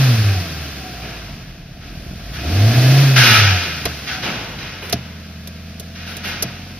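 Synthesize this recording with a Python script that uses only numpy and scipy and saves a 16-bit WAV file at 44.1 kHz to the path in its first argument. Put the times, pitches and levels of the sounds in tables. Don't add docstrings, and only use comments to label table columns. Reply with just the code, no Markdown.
import sys
import numpy as np
from scipy import signal
from scipy.fft import rfft, irfft, next_fast_len
from scipy.io import wavfile
from scipy.ndimage import uniform_filter1d

SR = 44100
rng = np.random.default_rng(int(sys.argv[2]) if len(sys.argv) > 2 else 0)


def file_out(sig):
    cols = np.atleast_2d(sig).T
    lim = np.clip(cols, -1, 1)
    pcm = np.round(lim * 32767).astype(np.int16)
    wavfile.write(sys.argv[1], SR, pcm)


N = 299439
T = np.arange(N) / SR
SIZE = next_fast_len(N)
HZ = np.fft.rfftfreq(SIZE, 1 / SR)
IDLE_HZ = 40

# pitch_hz, likeness (0-1), left_lead_rad, left_over_right_db
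STEREO_IMAGE = [(300.0, 0.99, -0.06, -0.31), (700.0, 0.9, -0.27, -1.32), (1050.0, 0.56, -0.76, 2.15),
                (1550.0, 0.77, -0.2, 3.51), (2100.0, 0.87, 0.02, -0.37), (2600.0, 0.74, -0.01, 0.71),
                (3300.0, 0.35, 0.09, -3.33), (4400.0, 0.07, 0.21, -1.23), (5500.0, 0.27, 2.63, 3.49),
                (7500.0, 0.86, 3.14, -0.5), (9500.0, 0.39, 2.96, -6.84), (14000.0, 0.31, 2.69, -7.61)]

# start_s, level_db, t60_s
UNDERLAY_CUES = [(1.03, -35.5, 1.6), (3.853, -30, 0.088), (4.231, -25, 1.63), (4.6, -45.5, 1.55),
                 (4.82, -36, 1.35), (6.07, -40, 1.2), (6.25, -36.5, 2), (6.425, -39, 0.28)]
# pitch_hz, level_db
UNDERLAY_EQ = [(40, -35), (120, -2.5), (210, -4.5), (450, -5), (800, -6.5), (1300, -10.5), (3000, -9),
               (9000, -42)]
# start_s, level_db, t60_s
THUD_HITS = [(4.25, -30, 0.55), (6.16, -37.5, 0.35)]
# pitch_hz, level_db
THUD_EQ = [(60, -30), (140, -5), (210, 4), (270, -9), (450, -17.5), (900, -50)]
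# start_s, level_db
TICK_HITS = [(4.896, -27), (5.473, -28), (5.797, -26.5), (6.167, -26.5)]
# pitch_hz, level_db
TICK_EQ = [(1000, -9), (2500, -12), (3500, 1.5), (5000, -1), (7000, 0.5), (9500, -5), (12000, 0),
           (15000, -9)]
# pitch_hz, level_db
CLACK_EQ = [(200, -31), (430, 7), (520, -3.5), (600, 6), (730, 0), (950, -42), (2500, -40)]
# start_s, crack_db, snap_db, tilt_db_per_octave, clack_db, knock_db, thump_db, ring_factor
STALK_HITS = [(3.853, -18.5, -17.5, -4, -26.5, -22, -24, 0.99),
              (4.925, -13.5, -14.5, 4, -27, -19.5, -15, 1.07),
              (6.423, -11.5, -19, 8.5, -28.5, -27.5, -18, 1.28)]
# pitch_hz, level_db
SNAP_EQ = [(300, 5), (700, -2), (1100, 3.5), (1500, 6.5), (2500, 6.5), (3600, 7), (5300, 10.5), (6300, 5),
           (8000, -26), (11500, -6), (15000, -48)]
# pitch_hz, level_db
CRACK_EQ = [(3000, -12), (5600, 5.5), (8500, -1), (11300, 8), (15000, 0)]
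# pitch_hz, level_db, t60_s
COLUMN_MODES = [(84, -9.5, 0.22), (126.4, -4, 0.24), (178, -5, 0.12), (225, -6.5, 0.076), (287, -11, 0.065),
                (416, -11, 0.12), (463, -4, 0.062), (691, 3, 0.075)]

# start_s, level_db, rise_s, hold_s, t60_s, sizzle_over_hiss_db
GUST_CUES = [(0, -33.5, 0.005, 0.17, 1.53, -6), (1.01, -37.5, 0.017, 0.086, 1.34, -25),
             (1.804, -42.5, 0.012, 0.059, 0.5, -27), (2.318, -31.5, 0.037, 0.031, 1.1, -11),
             (3.157, -9.5, 0.0095, 0.18, 1.34, -13.5), (4.059, -24.5, 0.022, 0.049, 0.73, -34),
             (4.219, -24.5, 0.013, 0.022, 1.3, -17), (4.578, -32, 0.013, 0.038, 2.2, -30),
             (4.808, -37.5, 0.042, 0.051, 0.61, -4.5), (5.947, -35, 0.012, 0.054, 1.12, -29),
             (6.057, -32.5, 0.018, 0.035, 1.3, -9.5), (6.23, -25.5, 0.019, 0.036, 1.2, -11)]
# pitch_hz, level_db
HISS_EQ = [(200, -8.5), (500.0, -6), (750.0, -3.5), (1100.0, -7), (1300.0, 2.5), (1500.0, 1.5), (2000.0, 2),
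           (2500.0, 3.5), (3400.0, 0.5), (5300.0, -1), (6400.0, -5), (8000.0, -38), (11000.0, -17.5),
           (14000.0, -31)]
# pitch_hz, width_hz, weight_db
DUCT_PEAKS = [(890, 25, -5), (1293, 20, -3), (1365, 25, -7), (1483, 28, 4), (1588, 22, -2), (1682, 26, -2),
              (1880, 35, -14), (2132, 35, -5), (2406, 25, -9), (2475, 30, -2), (2768, 36, -3),
              (2930, 30, -6), (3353, 25, -6), (3680, 32, -11), (3925, 23, 0), (4760, 60, -11),
              (5445, 28, -4)]
# pitch_hz, level_db
SIZZLE_EQ = [(6000, -40), (8700, -1), (12000, 0), (15000, -2)]
# pitch_hz, level_db
RUSH_EQ = [(150, 3.5), (400.0, -1), (560.0, -3), (700.0, 0.5), (880.0, -10), (1120.0, -5), (1350.0, -5.5),
           (1600.0, -5), (1950.0, -5.5), (2600.0, -4), (3400.0, -5), (5300.0, -4), (7000.0, -12.5),
           (9000.0, -18), (14000.0, -16)]
# pitch_hz, width_hz, weight_db
BAY_PEAKS = [(1380, 80, -5), (1600, 80, 4), (1720, 70, -2), (1910, 60, -10), (2170, 90, -8), (2410, 70, -6),
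             (2550, 100, 1), (2660, 50, -5), (2990, 60, -9), (3430, 110, -7), (4370, 110, -9),
             (4840, 90, -9), (5160, 50, -7)]
# pitch_hz, level_db
AIRBOX_EQ = [(120, -20), (220, 0.5), (310, 4.5), (400, -14), (465, -4.5), (510, -13), (600, -3.5), (690, 4),
             (830, -10), (1300, -34), (4000, -61)]

# firing_multiple, level_db
ALTERNATOR_TONES = [(11, -58), (12, -55), (13, -58), (15, -60), (16, -53), (17, -61)]
# firing_multiple, idle_db, speed_db_per_octave
PULLEY_TONES = [(1.13, -50, 5), (1.77, -50, 7), (3.9, -53, 4)]
# firing_multiple, level_at_resonance_db
WHINE_TONES = [(7.8, -34), (11.45, -39.5), (12.4, -44.5)]
# pitch_hz, gain_db
PANEL_EQ = [(590, -30), (660, -9), (700, -2.5), (735, 0), (765, -2), (790, -13), (830, -35)]

# start_s, level_db, rise_s, hold_s, t60_s
SHUDDER_CUE = (1.6, -33, 0.5, 0, 1.6)
# pitch_hz, level_db
SHUDDER_EQ = [(25, -45), (40, -20), (60, 7), (105, -2), (135, 3), (190, -2.5), (300, -7), (500, -19),
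              (700, -16), (950, -38)]
# pitch_hz, gain_db
BODY_EQ = [(25, -40), (40, 4), (55, 9), (80, 11.5), (108, 9.5), (135, 12), (185, 5), (240, -2), (310, -7),
           (450, -28.5), (700, -56)]
# firing_multiple, level_db
BED_ORDERS = [(1.25, -22), (1.75, -15), (2.25, -11), (2.5, -9), (2.75, -2), (9, -1)]
# firing_multiple, level_db
VOICED_ORDERS = [(3.25, -2), (3.5, -3), (3.75, 5), (4, -6), (4.25, 12), (4.75, 14), (5, -6), (5.36, 18),
                 (6, 6), (7, 13)]
# firing_multiple, level_db
RASP_ORDERS = [(.5, -45), (.75, -34), (.93, -29), (2.3, -43), (2.5, -34), (3.35, -42), (3.8, -43),
               (4.6, -39), (5.1, -41)]
# pitch_hz, level_db
BOOM_LEVELS = [(38, -65), (41, -53), (45, -46), (52, -41.5), (64, -47), (75, -34), (86, -34.5), (93, -16.5),
               (103, -12.5), (117, -11.5), (131, -11.5), (141, -10.5)]
# pitch_hz, level_db
OCTAVE_LEVELS = [(75, -49), (105, -43), (145, -42.5), (170, -35.5), (200, -41), (232, -25), (265, -33.5)]
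# firing_multiple, level_over_boom_db
UPPER_HARMONICS = [(3, -33), (4, -37)]
# centre_s, gain_db, half_width_s
BOOM_DIPS = [(.165, -6, 0.016), (.238, -9, 0.0091), (.35, -5, 0.016), (2.74, -9.5, 0.023),
             (3.1, -0.5, 0.022), (3.27, -10.5, 0.032), (3.355, -8.5, 0.025)]

# time_s, firing_hz
SPEED_CURVE = [(0, 139), (.17, 111.7), (.3, 100.4), (.53, 78.7), (.65, 75.5), (.81, 66.37), (.98, 61.3),
               (1.22, 54.6), (1.45, 40.5), (1.65, 35.05), (1.79, 36.1), (1.92, 41.4), (2.15, 45.87),
               (2.38, 56.8), (2.54, 92), (2.74, 120.5), (3.02, 139.6), (3.2, 127), (3.4, 105), (3.7, 81.3),
               (3.92, 74.27), (4.3, 60.85), (4.6, 49.6), (4.95, 40.86), (5.39, 39.95), (6.3, 43.27),
               (6.79, 45.7)]
# time_s, opening (0-1)
THROTTLE_CURVE = [(2.2, 0.1), (2.41, 0.28), (2.52, 0.92), (2.96, 0.96), (3.12, 0)]
# time_s, roughness (0-1)
ROUGH_CURVE = [(0, .35), (.6, .55), (1.6, .6), (1.85, .9), (2.4, .9), (2.7, .55), (3.4, .45), (3.8, .65),
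               (4.6, .6), (5.05, .08), (6.35, .1), (6.78, .3)]


def gain_of(db):
    return 10 ** (np.asarray(db) / 20)


def unit_rms(x):
    return x / np.sqrt(np.mean(x ** 2) + 1e-20)


def automation(rows):
    return np.interp(T, *np.transpose(rows))


def read(rows, hz):
    pitches, *columns = np.transpose(rows)
    return np.array([np.interp(np.log(hz + 1), np.log(pitches + 1), c) for c in columns])


def wander(rate_hz):
    steps = rng.standard_normal(2000)
    return unit_rms(np.interp(T * rate_hz, np.arange(len(steps)), steps))


def wavering(cycles, depth, rate_hz):
    unsteady = 1 + depth * (wander(rate_hz) + 1j * wander(rate_hz))
    return unit_rms((np.exp(2j * np.pi * (cycles + rng.random())) * unsteady).real)


def burst(start, rise, hold, t60):
    envelope = np.zeros(N)
    span = slice(int(start * SR), int((start + rise + hold + 2 * t60) * SR))
    age = T[span] - start
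    decay = np.exp(-np.log(1000) * np.maximum(age - rise - hold, 0) / t60)
    envelope[span] = np.clip(age / rise, 0, 1) * decay
    return envelope


def peaks_db(peaks, lift_db):
    return lift_db * sum(gain_of(db / 2) / (1 + (2 * (HZ - hz) / width) ** 2) for hz, width, db in peaks)


def noise(eq, extra_db=0):
    likeness, lead, balance_db = read(STEREO_IMAGE, HZ)
    left, other = rfft(rng.standard_normal((2, SIZE)))
    right = likeness * np.exp(-1j * lead) * left + np.sqrt(1 - likeness ** 2) * other
    pair = np.array([left * gain_of(balance_db / 2), right * gain_of(-balance_db / 2)])
    return unit_rms(irfft(pair * gain_of(read(eq, HZ) + extra_db), SIZE)[:, :N])


def placed(mono):
    _, lead, balance_db = read(STEREO_IMAGE, HZ)
    pair = np.array([gain_of(balance_db / 2), gain_of(-balance_db / 2) * np.exp(-1j * lead)])
    return irfft(rfft(mono, SIZE) * pair, SIZE)[:, :N]


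def speed_db(firing_hz, db_per_octave, sag_db_per_octave=13.5):
    octaves = np.log2(firing_hz / IDLE_HZ)
    return db_per_octave * octaves + sag_db_per_octave * np.minimum(octaves, 0)


def chugging(firing_hz, firings, rough):
    lurch = 0.7 * np.cos(2 * np.pi * firings) + 0.6 * wander(24)
    depth = 0.7 * rough * np.minimum(IDLE_HZ / firing_hz, 1)
    return (1 + depth * lurch) / np.sqrt(1 + 0.5 * depth ** 2)


def dull_underlay():
    envelope = sum(gain_of(db) * burst(s, 0.0054, 0.012, t60) for s, db, t60 in UNDERLAY_CUES)
    return noise(UNDERLAY_EQ) * envelope


def thuds():
    return noise(THUD_EQ) * sum(gain_of(db) * burst(s, 0.02, 0.028, t60) for s, db, t60 in THUD_HITS)


def ticks(trim_db=-12):
    contact = sum(gain_of(db) * burst(s, 0.00049, 0.0033, t60=0.037) for s, db in TICK_HITS)
    trim = sum(gain_of(db + trim_db) * burst(s, 0.0054, 0.0025, t60=0.1) for s, db in TICK_HITS)
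    return noise(TICK_EQ) * contact + noise(CLACK_EQ) * trim


def stalks(knock_delay_s=0.00412, thump_delay_s=0.01634, thump_below_hz=300):
    clicks, ring = np.zeros((2, N)), np.zeros(N)
    crack, clack = noise(CRACK_EQ), noise(CLACK_EQ)
    for s, crack_db, snap_db, tilt_db, clack_db, knock_db, thump_db, ring_factor in STALK_HITS:
        snap = noise(SNAP_EQ, tilt_db * np.log2(1 + HZ / 1000))
        clicks += gain_of(snap_db) * snap * burst(s, 0.0027, 0.0043, t60=0.049)
        clicks += gain_of(crack_db) * crack * burst(s, 0.0017, 0.0014, t60=0.035)
        clicks += gain_of(clack_db) * clack * burst(s, 0.0043, 0.0054, t60=0.08)
        thump, knock = (s + thump_delay_s, thump_db), (s + knock_delay_s, knock_db)
        for hz, db, t60 in COLUMN_MODES:
            start, blow_db = thump if hz < thump_below_hz else knock
            mode = np.sin(2 * np.pi * (hz * (T - start) + rng.random()))
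            ring += gain_of(blow_db + db) * burst(start, 0.0016, 0, t60 * ring_factor) * mode
    return clicks + placed(ring)


def gusts(idle_air_db=-49.5, flicker_db=0.53, sizzle_decay_ratio=4.2):
    hiss_power = np.full(N, gain_of(idle_air_db) ** 2)
    sizzle_power = np.zeros(N)
    for s, db, rise, hold, t60, sizzle_db in GUST_CUES:
        hiss_power += (gain_of(db) * burst(s, rise, hold, t60)) ** 2
        sizzle_power += (gain_of(db + sizzle_db) * burst(s, 0.025, hold, t60 / sizzle_decay_ratio)) ** 2
    hiss = noise(HISS_EQ, peaks_db(DUCT_PEAKS, lift_db=9)) * np.sqrt(hiss_power)
    sizzle = noise(SIZZLE_EQ) * np.sqrt(sizzle_power)
    return (hiss + sizzle) * gain_of(flicker_db * wander(100))


def bay_rush(firing_hz, firings, throttle, idle_db=-42, throttle_db=2, flicker_db=0.36, low_cut_hz=150):
    throb = 1 + 0.079 * np.cos(4 * np.pi * firings) * (1 + 0.5 * wander(60))
    low_cut_db = -10 * np.log10(1 + (low_cut_hz / (HZ + 1)) ** 4)
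    rush = noise(RUSH_EQ, peaks_db(BAY_PEAKS, lift_db=4.5) + low_cut_db)
    level_db = idle_db + speed_db(firing_hz, db_per_octave=12) + throttle_db * throttle
    return rush * throb * gain_of(level_db + flicker_db * wander(120))


def alternator(firing_hz, firings, rough, panel_db=5):
    tones = np.zeros(N)
    for multiple, db in ALTERNATOR_TONES:
        swell = 1 + gain_of(panel_db + read(PANEL_EQ, multiple * firing_hz)[0])
        tones += gain_of(db) * swell * np.sin(2 * np.pi * multiple * firings + 0.38 * wander(28))
    return tones * (1 - rough) ** 2


def pulleys(firing_hz, firings, rough, boost_db=3):
    hum = sum(gain_of(db + speed_db(firing_hz, slope)) * wavering(multiple * firings, 1, rate_hz=14)
              for multiple, db, slope in PULLEY_TONES)
    return gain_of(boost_db) * rough * hum


def belt_whine(firing_hz, firings, full_octaves_per_s=0.7):
    fall_octaves_per_s = -np.gradient(np.log2(firing_hz)) * SR
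    coasting = np.clip(fall_octaves_per_s / full_octaves_per_s, 0, 1)
    tones = np.zeros(N)
    for multiple, db in WHINE_TONES:
        panel_db = read(PANEL_EQ, multiple * firing_hz)[0]
        tones += gain_of(db + panel_db) * wavering(multiple * firings, 0.5, rate_hz=65)
    return coasting * tones


def intake_growl(firings, throttle, full_throttle_db=-28):
    gulps = unit_rms(1 + 0.24 * np.cos(2 * np.pi * firings))
    return gain_of(full_throttle_db) * throttle * noise(AIRBOX_EQ) * gulps


def shudder(firings):
    start, db, rise, hold, t60 = SHUDDER_CUE
    lumps = unit_rms(1 + 0.6 * np.cos(2 * np.pi * firings))
    return gain_of(db) * noise(SHUDDER_EQ) * lumps * burst(start, rise, hold, t60)


def body_drone(firing_hz, firings, rough, bus_db=-37, tones_db=-1, rumble_db=-9):
    orders = {k / 4: read(BED_ORDERS, k / 4)[0] for k in range(5, 36) if k != 8}
    orders.update(VOICED_ORDERS)
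    tones = np.zeros(N)
    for multiple, db in orders.items():
        phase = 2 * np.pi * (multiple * firings + rng.random())
        swing = 1 + 0.5 * rough * wander(11)
        level_db = db * (1 - rough) + read(BODY_EQ, multiple * firing_hz)[0]
        tones += gain_of(level_db) * swing * np.sin(phase + rough * wander(10))
    tones /= np.sqrt(uniform_filter1d(tones ** 2, SR // 2))
    rumble = noise(BODY_EQ) * (0.05 + 0.95 * rough)
    drone = gain_of(tones_db) * placed(tones) + gain_of(rumble_db) * rumble
    return gain_of(bus_db + speed_db(firing_hz, db_per_octave=1)) * drone


def idle_pulses(firings, rough, level_db=-36.5, db_per_harmonic=-8):
    pulses = sum(gain_of(db_per_harmonic * k) * np.cos(4 * np.pi * (k + 1) * firings) for k in range(3))
    settled = np.clip(2 * (1 - rough) - 0.7, 0, 1)
    return gain_of(level_db) * unit_rms(pulses) * settled * (1 + 0.13 * wander(40))


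def rasp(firings, throttle):
    return throttle * sum(gain_of(db) * wavering(multiple * firings, 0.32, rate_hz=30)
                          for multiple, db in RASP_ORDERS)


def exhaust_boom(firing_hz, firings, throttle, rough, push_db=-24, cabin_hz=137, ring_db=-21):
    strength = gain_of(read(BOOM_LEVELS, firing_hz)[0]) + gain_of(push_db) * throttle
    dips_db = sum(db * np.exp(-((T - s) / width) ** 2) for s, db, width in BOOM_DIPS)
    flutter = 1 + 0.11 * rough * wander(70)
    stumble = rough * np.minimum(2 * (IDLE_HZ / firing_hz) ** 2, 1)
    fundamental = strength * gain_of(dips_db) * np.sin(2 * np.pi * firings)
    fundamental *= flutter * chugging(firing_hz, firings, stumble)
    shake = 0.53 * rough
    octave = np.sin(4 * np.pi * firings + shake * wander(32)) * (1 + shake * wander(40))
    octave *= gain_of(read(OCTAVE_LEVELS, 2 * firing_hz)[0])
    ring = gain_of(ring_db) * wavering(cabin_hz * T, 0.5, rate_hz=12)
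    upper = sum(gain_of(db) * wavering(multiple * firings, 0.3, rate_hz=30)
                for multiple, db in UPPER_HARMONICS)
    return np.sqrt(2) * (fundamental + octave) + strength * (upper + ring)


def scene(flywheel_s=0.052):
    firing_hz = uniform_filter1d(automation(SPEED_CURVE), int(flywheel_s * SR), mode="nearest")
    throttle, rough = automation(THROTTLE_CURVE), automation(ROUGH_CURVE)
    firings = np.cumsum(firing_hz) / SR
    exhaust = exhaust_boom(firing_hz, firings, throttle, rough)
    exhaust += rasp(firings, throttle) + idle_pulses(firings, rough)
    belts = belt_whine(firing_hz, firings) + pulleys(firing_hz, firings, rough)
    belts += alternator(firing_hz, firings, rough)
    body = body_drone(firing_hz, firings, rough) * chugging(firing_hz, firings, rough) + shudder(firings)
    bay = intake_growl(firings, throttle) + bay_rush(firing_hz, firings, throttle)
    engine = placed(exhaust + belts) + body + bay
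    return engine + gusts() + dull_underlay() + thuds() + stalks() + ticks()


def record(dry, notch_hz=7650, notch_half_width_hz=600, notch_db=-10, high_cut_hz=15050):
    notch = gain_of(notch_db * np.exp(-((HZ - notch_hz) / notch_half_width_hz) ** 2))
    clipped = np.clip(irfft(rfft(dry, SIZE) * notch, SIZE)[:, :N], -1, 1)
    high_cut = signal.firwin(511, high_cut_hz, window=("kaiser", 8), fs=SR)
    return signal.oaconvolve(clipped, high_cut[None], "same")


dry = scene()
out = record(dry)
file_out(out)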